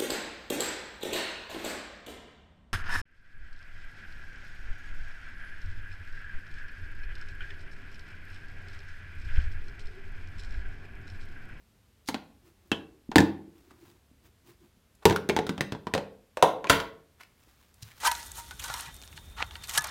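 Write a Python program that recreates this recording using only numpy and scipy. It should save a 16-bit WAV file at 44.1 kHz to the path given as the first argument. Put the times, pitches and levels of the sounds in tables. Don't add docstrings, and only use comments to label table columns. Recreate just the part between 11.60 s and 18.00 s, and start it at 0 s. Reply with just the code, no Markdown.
import sys
import numpy as np
from scipy import signal
from scipy.fft import rfft, irfft, next_fast_len
from scipy.io import wavfile
from scipy.ndimage import uniform_filter1d, minimum_filter1d, map_coordinates

SR = 44100
rng = np.random.default_rng(int(sys.argv[2]) if len(sys.argv) > 2 else 0)


def generate_wav(signal):
    frames = np.transpose(np.atleast_2d(signal))
    scaled = np.clip(frames, -1, 1) * 32767
    pcm = np.round(scaled).astype(np.int16)
    wavfile.write(sys.argv[1], SR, pcm)


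N = 282320


def amp(db):
    return 10 ** (np.asarray(db) / 20)


def unit(x):
    return x / np.sqrt(np.mean(x ** 2) + 1e-20)


def along(points, hz):
    f, v = np.transpose(points)
    return np.interp(np.log(hz + 1), np.log(f + 1), v)


def hump(hz, centre_hz, octaves):
    return 1 / (1 + (np.log2((hz + 1) / centre_hz) / octaves) ** 2)


def filtered(x, response):
    m = next_fast_len(len(x) + SR // 10)
    return irfft(rfft(x, m) * response(np.fft.rfftfreq(m, 1 / SR)), m)[:len(x)]


def causal(x, gain_db, size=4096):
    cepstrum = irfft(np.log(amp(gain_db(np.fft.rfftfreq(size, 1 / SR)))))
    cepstrum[1:size // 2] *= 2
    cepstrum[size // 2 + 1:] = 0
    impulse_response = irfft(np.exp(rfft(cepstrum)))
    return signal.fftconvolve(x, impulse_response)[:len(x)]


def noise(spectrum):
    return unit(filtered(rng.standard_normal(N), lambda hz: amp(along(spectrum, hz))))


def wobble(rate_hz):
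    return map_coordinates(rng.standard_normal(N), [np.arange(N) * rate_hz / SR], order=1)


def fade(t, t60):
    return np.exp(-np.log(1000) * t / t60)


def diffuse(decays, t, rise_s):
    hz, s, z = signal.stft(rng.standard_normal(len(t)), SR, nperseg=128)
    decaying = z * fade(s, along(decays, hz)[:, None])
    tail = signal.istft(decaying, SR, nperseg=128)[1][:len(t)]
    tail = tail * (1 - np.exp(-t / rise_s))
    return tail / np.linalg.norm(tail)


def mode(t, hz, db, t60):
    ring = fade(t, t60)
    return amp(db) * 2 / ring.sum() * ring * np.sin(2 * np.pi * hz * t)


def add(track, s, sound):
    start = round(s * SR)
    track[start:start + len(sound)] += sound[:N - start]


def room(sound, wet_db):
    # f/Hz, t60/s
    wall_decays = [(80, 0.39), (250, 0.62), (600, 0.48), (1500, 0.37), (4000, 0.33), (8000, 0.22),
                   (15000, 0.3)]
    t = np.arange(len(sound)) / SR
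    return amp(wet_db) * signal.fftconvolve(sound, diffuse(wall_decays, t, rise_s=0.0035))[:len(t)]


def in_room(sound, wet_db):
    return sound + room(sound, wet_db)


def still_room():
    # f/Hz, relative level/dB
    floor_colour = [(15, -47.5), (25, -15.5), (64, -1), (108, -7), (166, -15.5), (200, -11), (326, -20.5),
                    (384, -19), (714, -25), (3520, -29.5), (5880, -33.5), (14400, -36), (16000, -44.5)]
    return amp(-64.5) * noise(floor_colour)


def swells(gestures):
    t = np.arange(N) / SR
    return sum(amp(db) * np.exp(-(2 * (t - s) / length) ** 2) for s, length, db in gestures)


def handling():
    # peak t/s, length/s, level/dB
    grip_moves = [(.88, 0.085, -62.5), (1.06, 0.17, -67), (2.04, 0.22, -62.5), (2.27, 0.18, -58.5),
                  (2.66, 0.058, -59.5), (2.9, 0.1, -58), (3.04, 0.072, -62.5)]
    # peak t/s, length/s, level/dB
    body_turns = [(5.92, 0.6, -67), (6.27, 0.1, -57.5), (6.4, 0.13, -59)]
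    # f/Hz, relative level/dB
    rub_colour = [(60, -8), (120, 5.5), (220, -7), (350, 9.5), (500, -16.5), (1000, -11.5), (3000, -40),
                  (8000, -37)]
    # f/Hz, relative level/dB
    cloth_colour = [(300, -3.5), (1200, 2.5), (3500, -2), (7000, -6), (10000, -9.5), (15000, -6)]
    sleeve_db = -8
    specks_per_s, speck_db = 25, 16.98

    grip = swells(grip_moves)
    rub = grip * amp(2.5 * wobble(30))
    cloth = (amp(sleeve_db) * grip + swells(body_turns)) * amp(2 * wobble(30) + 3 * wobble(400))
    hits = rng.random(N) < specks_per_s / SR
    specks = np.diff(hits * rng.standard_normal(N), prepend=0)
    return rub * noise(rub_colour) + cloth * (noise(cloth_colour) + amp(speck_db) * specks)


def scuffs():
    # peak t/s, level/dB, centre f/Hz, t60/s
    slides = [(0.485, -34.5, 4150, 0.055), (2.11, -55, 1260, 0.072), (3.353, -57.5, 8160, .02),
              (3.433, -49.5, 907, 0.062), (5.094, -39.5, 3030, 0.022), (5.61, -45, 1376, 0.069),
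              (5.632, -47.5, 1980, 0.026), (6.143, -48, 7530, 0.0063), (6.227, -43, 4600, 0.039),
              (6.317, -45.5, 1860, 0.054)]
    rise_share = 0.11
    lead_s, q = 0.05, 1.6
    track, t = np.zeros(N), np.arange(SR // 2) / SR
    for s, db, hz, t60 in slides:
        grain_db = 6.2 * unit(uniform_filter1d(rng.standard_normal(len(t)), size=50))
        grains = rng.standard_normal(len(t)) * amp(grain_db)
        grains = unit(filtered(grains, lambda f: f * hz / np.hypot(f * hz, q * (f * f - hz * hz))))
        rise = np.exp(np.minimum(t - lead_s, 0) / (rise_share * t60))
        swell = rise * fade(np.maximum(t - lead_s, 0), t60)
        add(track, s - lead_s, in_room(amp(db) * grains * swell, wet_db=-9.5))
    return track


def bumps():
    # t/s, level/dB, f/Hz
    contacts = [(.488, -25, 253), (1.334, -47.5, 325.6), (1.491, -22, 240), (2.114, -44, 264),
                (2.513, -46, 265.8), (3.039, -47, 228.8), (3.171, -47, 191.7), (5.098, -29, 46.24),
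                (5.874, -52, 328.6), (6.227, -32.5, 105.6)]
    t60_cycles, rise_cycles, puff_share = 7.3, 0.32, 0.2
    track, t = np.zeros(N), np.arange(SR // 2) / SR
    for s, db, hz in contacts:
        puff = unit(filtered(rng.standard_normal(len(t)), lambda f: 1 / (1 + (f / hz) ** 4)))
        swell = fade(t, t60_cycles / hz) * (1 - np.exp(-t * hz / rise_cycles))
        note = np.sin(2 * np.pi * hz * t)
        add(track, s, in_room(amp(db) * (note + puff_share * puff) * swell, wet_db=-8))
    return track


def ring_outs():
    # t/s, f/Hz, level/dB, t60/s
    lid_rings = [(1.117, 3150, -33, .2), (1.585, 328, -24.5, 0.52), (1.585, 850, -32.5, 0.38),
                 (3.456, 900, -21, 0.23), (3.456, 430, -31, 0.51), (3.698, 434, -33, 0.43),
                 (3.77, 430, -30.5, 0.42), (4.827, 980, -22, 0.18), (5.098, 540, -35.5, 0.51),
                 (5.098, 1000, -26, 0.38), (5.099, 1470, -27, 0.35)]
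    half_width, rise_s = 0.073, 0.0028
    track, t = np.zeros(N), np.arange(SR) / SR
    for s, hz, db, t60 in lid_rings:
        band = lambda f: 1 / (1 + ((f / hz - 1) / half_width) ** 4)
        cluster = unit(filtered(rng.standard_normal(len(t)), band))
        add(track, s, amp(db) * cluster * fade(t, t60) * (1 - np.exp(-t / rise_s)))
    return track


def bucket_ring(t, cushion_db):
    # f/Hz, relative level/dB, t60/s
    bucket_modes = [(92.6, 9.5, 0.4), (161, 9, 0.41), (199.3, 6.5, 0.43), (285.2, 2.5, 0.28),
                    (356, -5, 0.31), (451.3, 9, 0.38), (573, 3.5, 0.22), (847, 4, 0.22), (972, -2, 0.22),
                    (1100, 2, 0.45), (1428, 4, 0.22), (1562, 1.5, .2), (1753, 0, 0.062), (2680, 0.5, 0.15)]
    ring = np.zeros(len(t))
    for k, (hz, db, t60) in enumerate(bucket_modes):
        level_db = db + cushion_db if k == 0 else db
        ring += (-1) ** k * mode(t, hz, level_db, t60)
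    return ring


def release(t, strength_db):
    # strength/dB, crack t60/s, sharp tick level against the burst/dB
    contact = [(2, 0.014, -12.5), (18, 0.0059, -2.5)]
    slips_db, slips_t60_s = -13, 0.012
    split_hz = 1300
    levels, t60s, ticks = np.transpose(contact)
    crack_t60 = np.interp(strength_db, levels, t60s)
    tick_db = np.interp(strength_db, levels, ticks)

    envelope = fade(t, crack_t60) + amp(slips_db) * fade(t, slips_t60_s)
    burst = rng.standard_normal(len(t)) * envelope
    burst = burst / np.linalg.norm(burst)
    burst = burst + amp(tick_db) * signal.unit_impulse(len(t), round(0.0008 * SR))
    burst = burst / np.linalg.norm(burst)
    spring_back = signal.unit_impulse(len(t), round(0.0012 * SR))
    low = signal.butter(2, split_hz, 'low', fs=SR, output='sos')
    high = signal.butter(2, split_hz, 'high', fs=SR, output='sos')
    return signal.sosfilt(low, spring_back) + signal.sosfilt(high, burst)


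def snaps():
    # t/s, strength/dB, wall flex/dB, dullness/(dB/octave), rim note f/Hz
    clips = [(0.487, 6, 0, 9, 900), (0.5439, 7.5, -7.5, 16.5, 790), (1.1164, 13, 3.5, 15.5, 2600),
             (1.516, 1, -3, 18.5, 810), (1.558, 20, 11, 10, 850), (1.5825, 17, 13.5, 11, 1770),
             (1.604, 9, 13, 12, 840), (3.4542, 20, 12.5, 8.5, 880), (3.498, 6, 18.5, 10.5, 910),
             (3.5081, 11, 11.5, 18, 885), (3.525, 4.5, 9.5, 15.5, 790), (3.561, 8.5, -9, 11.5, 1390),
             (3.69, 3.5, 21, 8.5, 854), (3.6962, 14, 4.5, 16, 2300), (3.7645, 13.5, 3.5, 14.5, 850),
             (3.789, 8.5, 7.5, 16.5, 736), (3.867, -4.5, 17.5, 9, 1370), (3.8927, 5, 14, 12.5, 1480),
             (3.979, -0.5, 12.5, 16, 730), (4.008, 8.5, 9, 11, 1950), (4.1217, 1, 15.5, 13, 1520),
             (4.149, -2, 5, 26, 920), (4.269, 3.5, 7, 19.5, 1020), (4.338, 11, 6.5, 12.5, 1880),
             (4.35, 7.5, 8.5, 14, 1100), (4.378, 5, 4.5, 15.5, 870), (4.771, -4, 2, 9.5, 1085),
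             (4.8254, 17.5, 2, 10, 958), (5.043, 4, -2, 19.5, 1060), (5.07, 1, -2.5, 17.5, 2400),
             (5.0973, 23.5, 2, 7, 1330), (5.201, 0, -7, 10, 1413)]
    # tight, front edge lifts, bent far back, side gives way, far edge holds, last clips, free
    # from t/s, panel note f/Hz, panel width/octaves, panel level/dB, rim level/dB, bucket/dB, room/dB
    stages = [(0, 247, .32, 19, 5, 0, -11.5), (1, 301, .34, 10, 11, -0.5, -12),
              (3, 403, .2, 10.5, 11.5, -1, -12), (3.83, 188, .31, 4, 9, -2, -11.5),
              (4.345, 549, .44, 11.5, 5.5, -1.5, -11.5), (4.7, 612, 0.56, 19, 10.5, -7, -9),
              (5, 372, .47, 5, 14, 0.5, -8)]
    # f/Hz, level/dB
    plastic = [(6, -56), (30, -20.5), (60, -11), (110, -6.5), (300, -4.5), (620, -5.5), (1000, -4),
               (1250, -8), (1600, -3.5), (2300, -3.5), (3700, 1), (4900, -1), (6000, -0.5), (8500, -1.5),
               (11000, -4), (16000, -6)]
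    # f/Hz, t60/s
    shell_decays = [(100, .09), (500, 0.14), (2000, 0.06), (6000, 0.048), (15000, 0.053)]
    # t/s, level/dB
    cushion = [(1.5, 1.5), (3.5, -2), (4.8, -8.5)]
    flex_hz, flex_order = 463, 4.2
    dull_hz, dull_end_hz = 2760, 15700
    shudder_db = -3
    rim_octaves = 0.18
    rim_room_share = 0.73

    track, t = np.zeros(N), np.arange(SR * 3 // 4) / SR
    for s, strength_db, flex_db, dullness_db, rim_hz in clips:
        stage = stages[sum(s >= later[0] for later in stages[1:])]
        _, panel_hz, panel_octaves, panel_db, rim_db, bucket_db, wet_db = stage

        bucket = bucket_ring(t, np.interp(s, *np.transpose(cushion)))
        shell = amp(shudder_db) * diffuse(shell_decays, t, rise_s=0.0011)
        strike = release(t, strength_db)
        blow = amp(strength_db) * (strike + shell + amp(bucket_db) * bucket)

        octaves_up = lambda hz: np.log2(np.hypot(1, hz / dull_hz) / np.hypot(1, hz / dull_end_hz))
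        flex = lambda hz: flex_db / (1 + (hz / flex_hz) ** flex_order)
        force = lambda hz: flex(hz) - dullness_db * octaves_up(hz)
        panel = lambda hz: panel_db * hump(hz, panel_hz, panel_octaves)
        colour = lambda hz: force(hz) + panel(hz) + along(plastic, hz)
        rim = lambda hz: rim_db * hump(hz, rim_hz, rim_octaves)

        direct = causal(blow, lambda hz: colour(hz) + rim(hz))
        outward = causal(blow, lambda hz: colour(hz) + rim_room_share * rim(hz))
        add(track, s, direct + room(outward, wet_db))
    return track


def scene():
    background = still_room() + handling()
    contacts = scuffs() + bumps()
    return (background + contacts + ring_outs() + snaps())[None]


def record(dry):
    ceiling, top_hz = 0.69, 16100
    needed = ceiling / np.maximum(np.abs(dry[0]), ceiling)
    gain = uniform_filter1d(minimum_filter1d(needed, size=51), size=41)
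    return filtered(dry[0] * gain, lambda hz: 1 / np.hypot(1, (hz / top_hz) ** 90))[None]


dry = scene()
out = record(dry)
generate_wav(out)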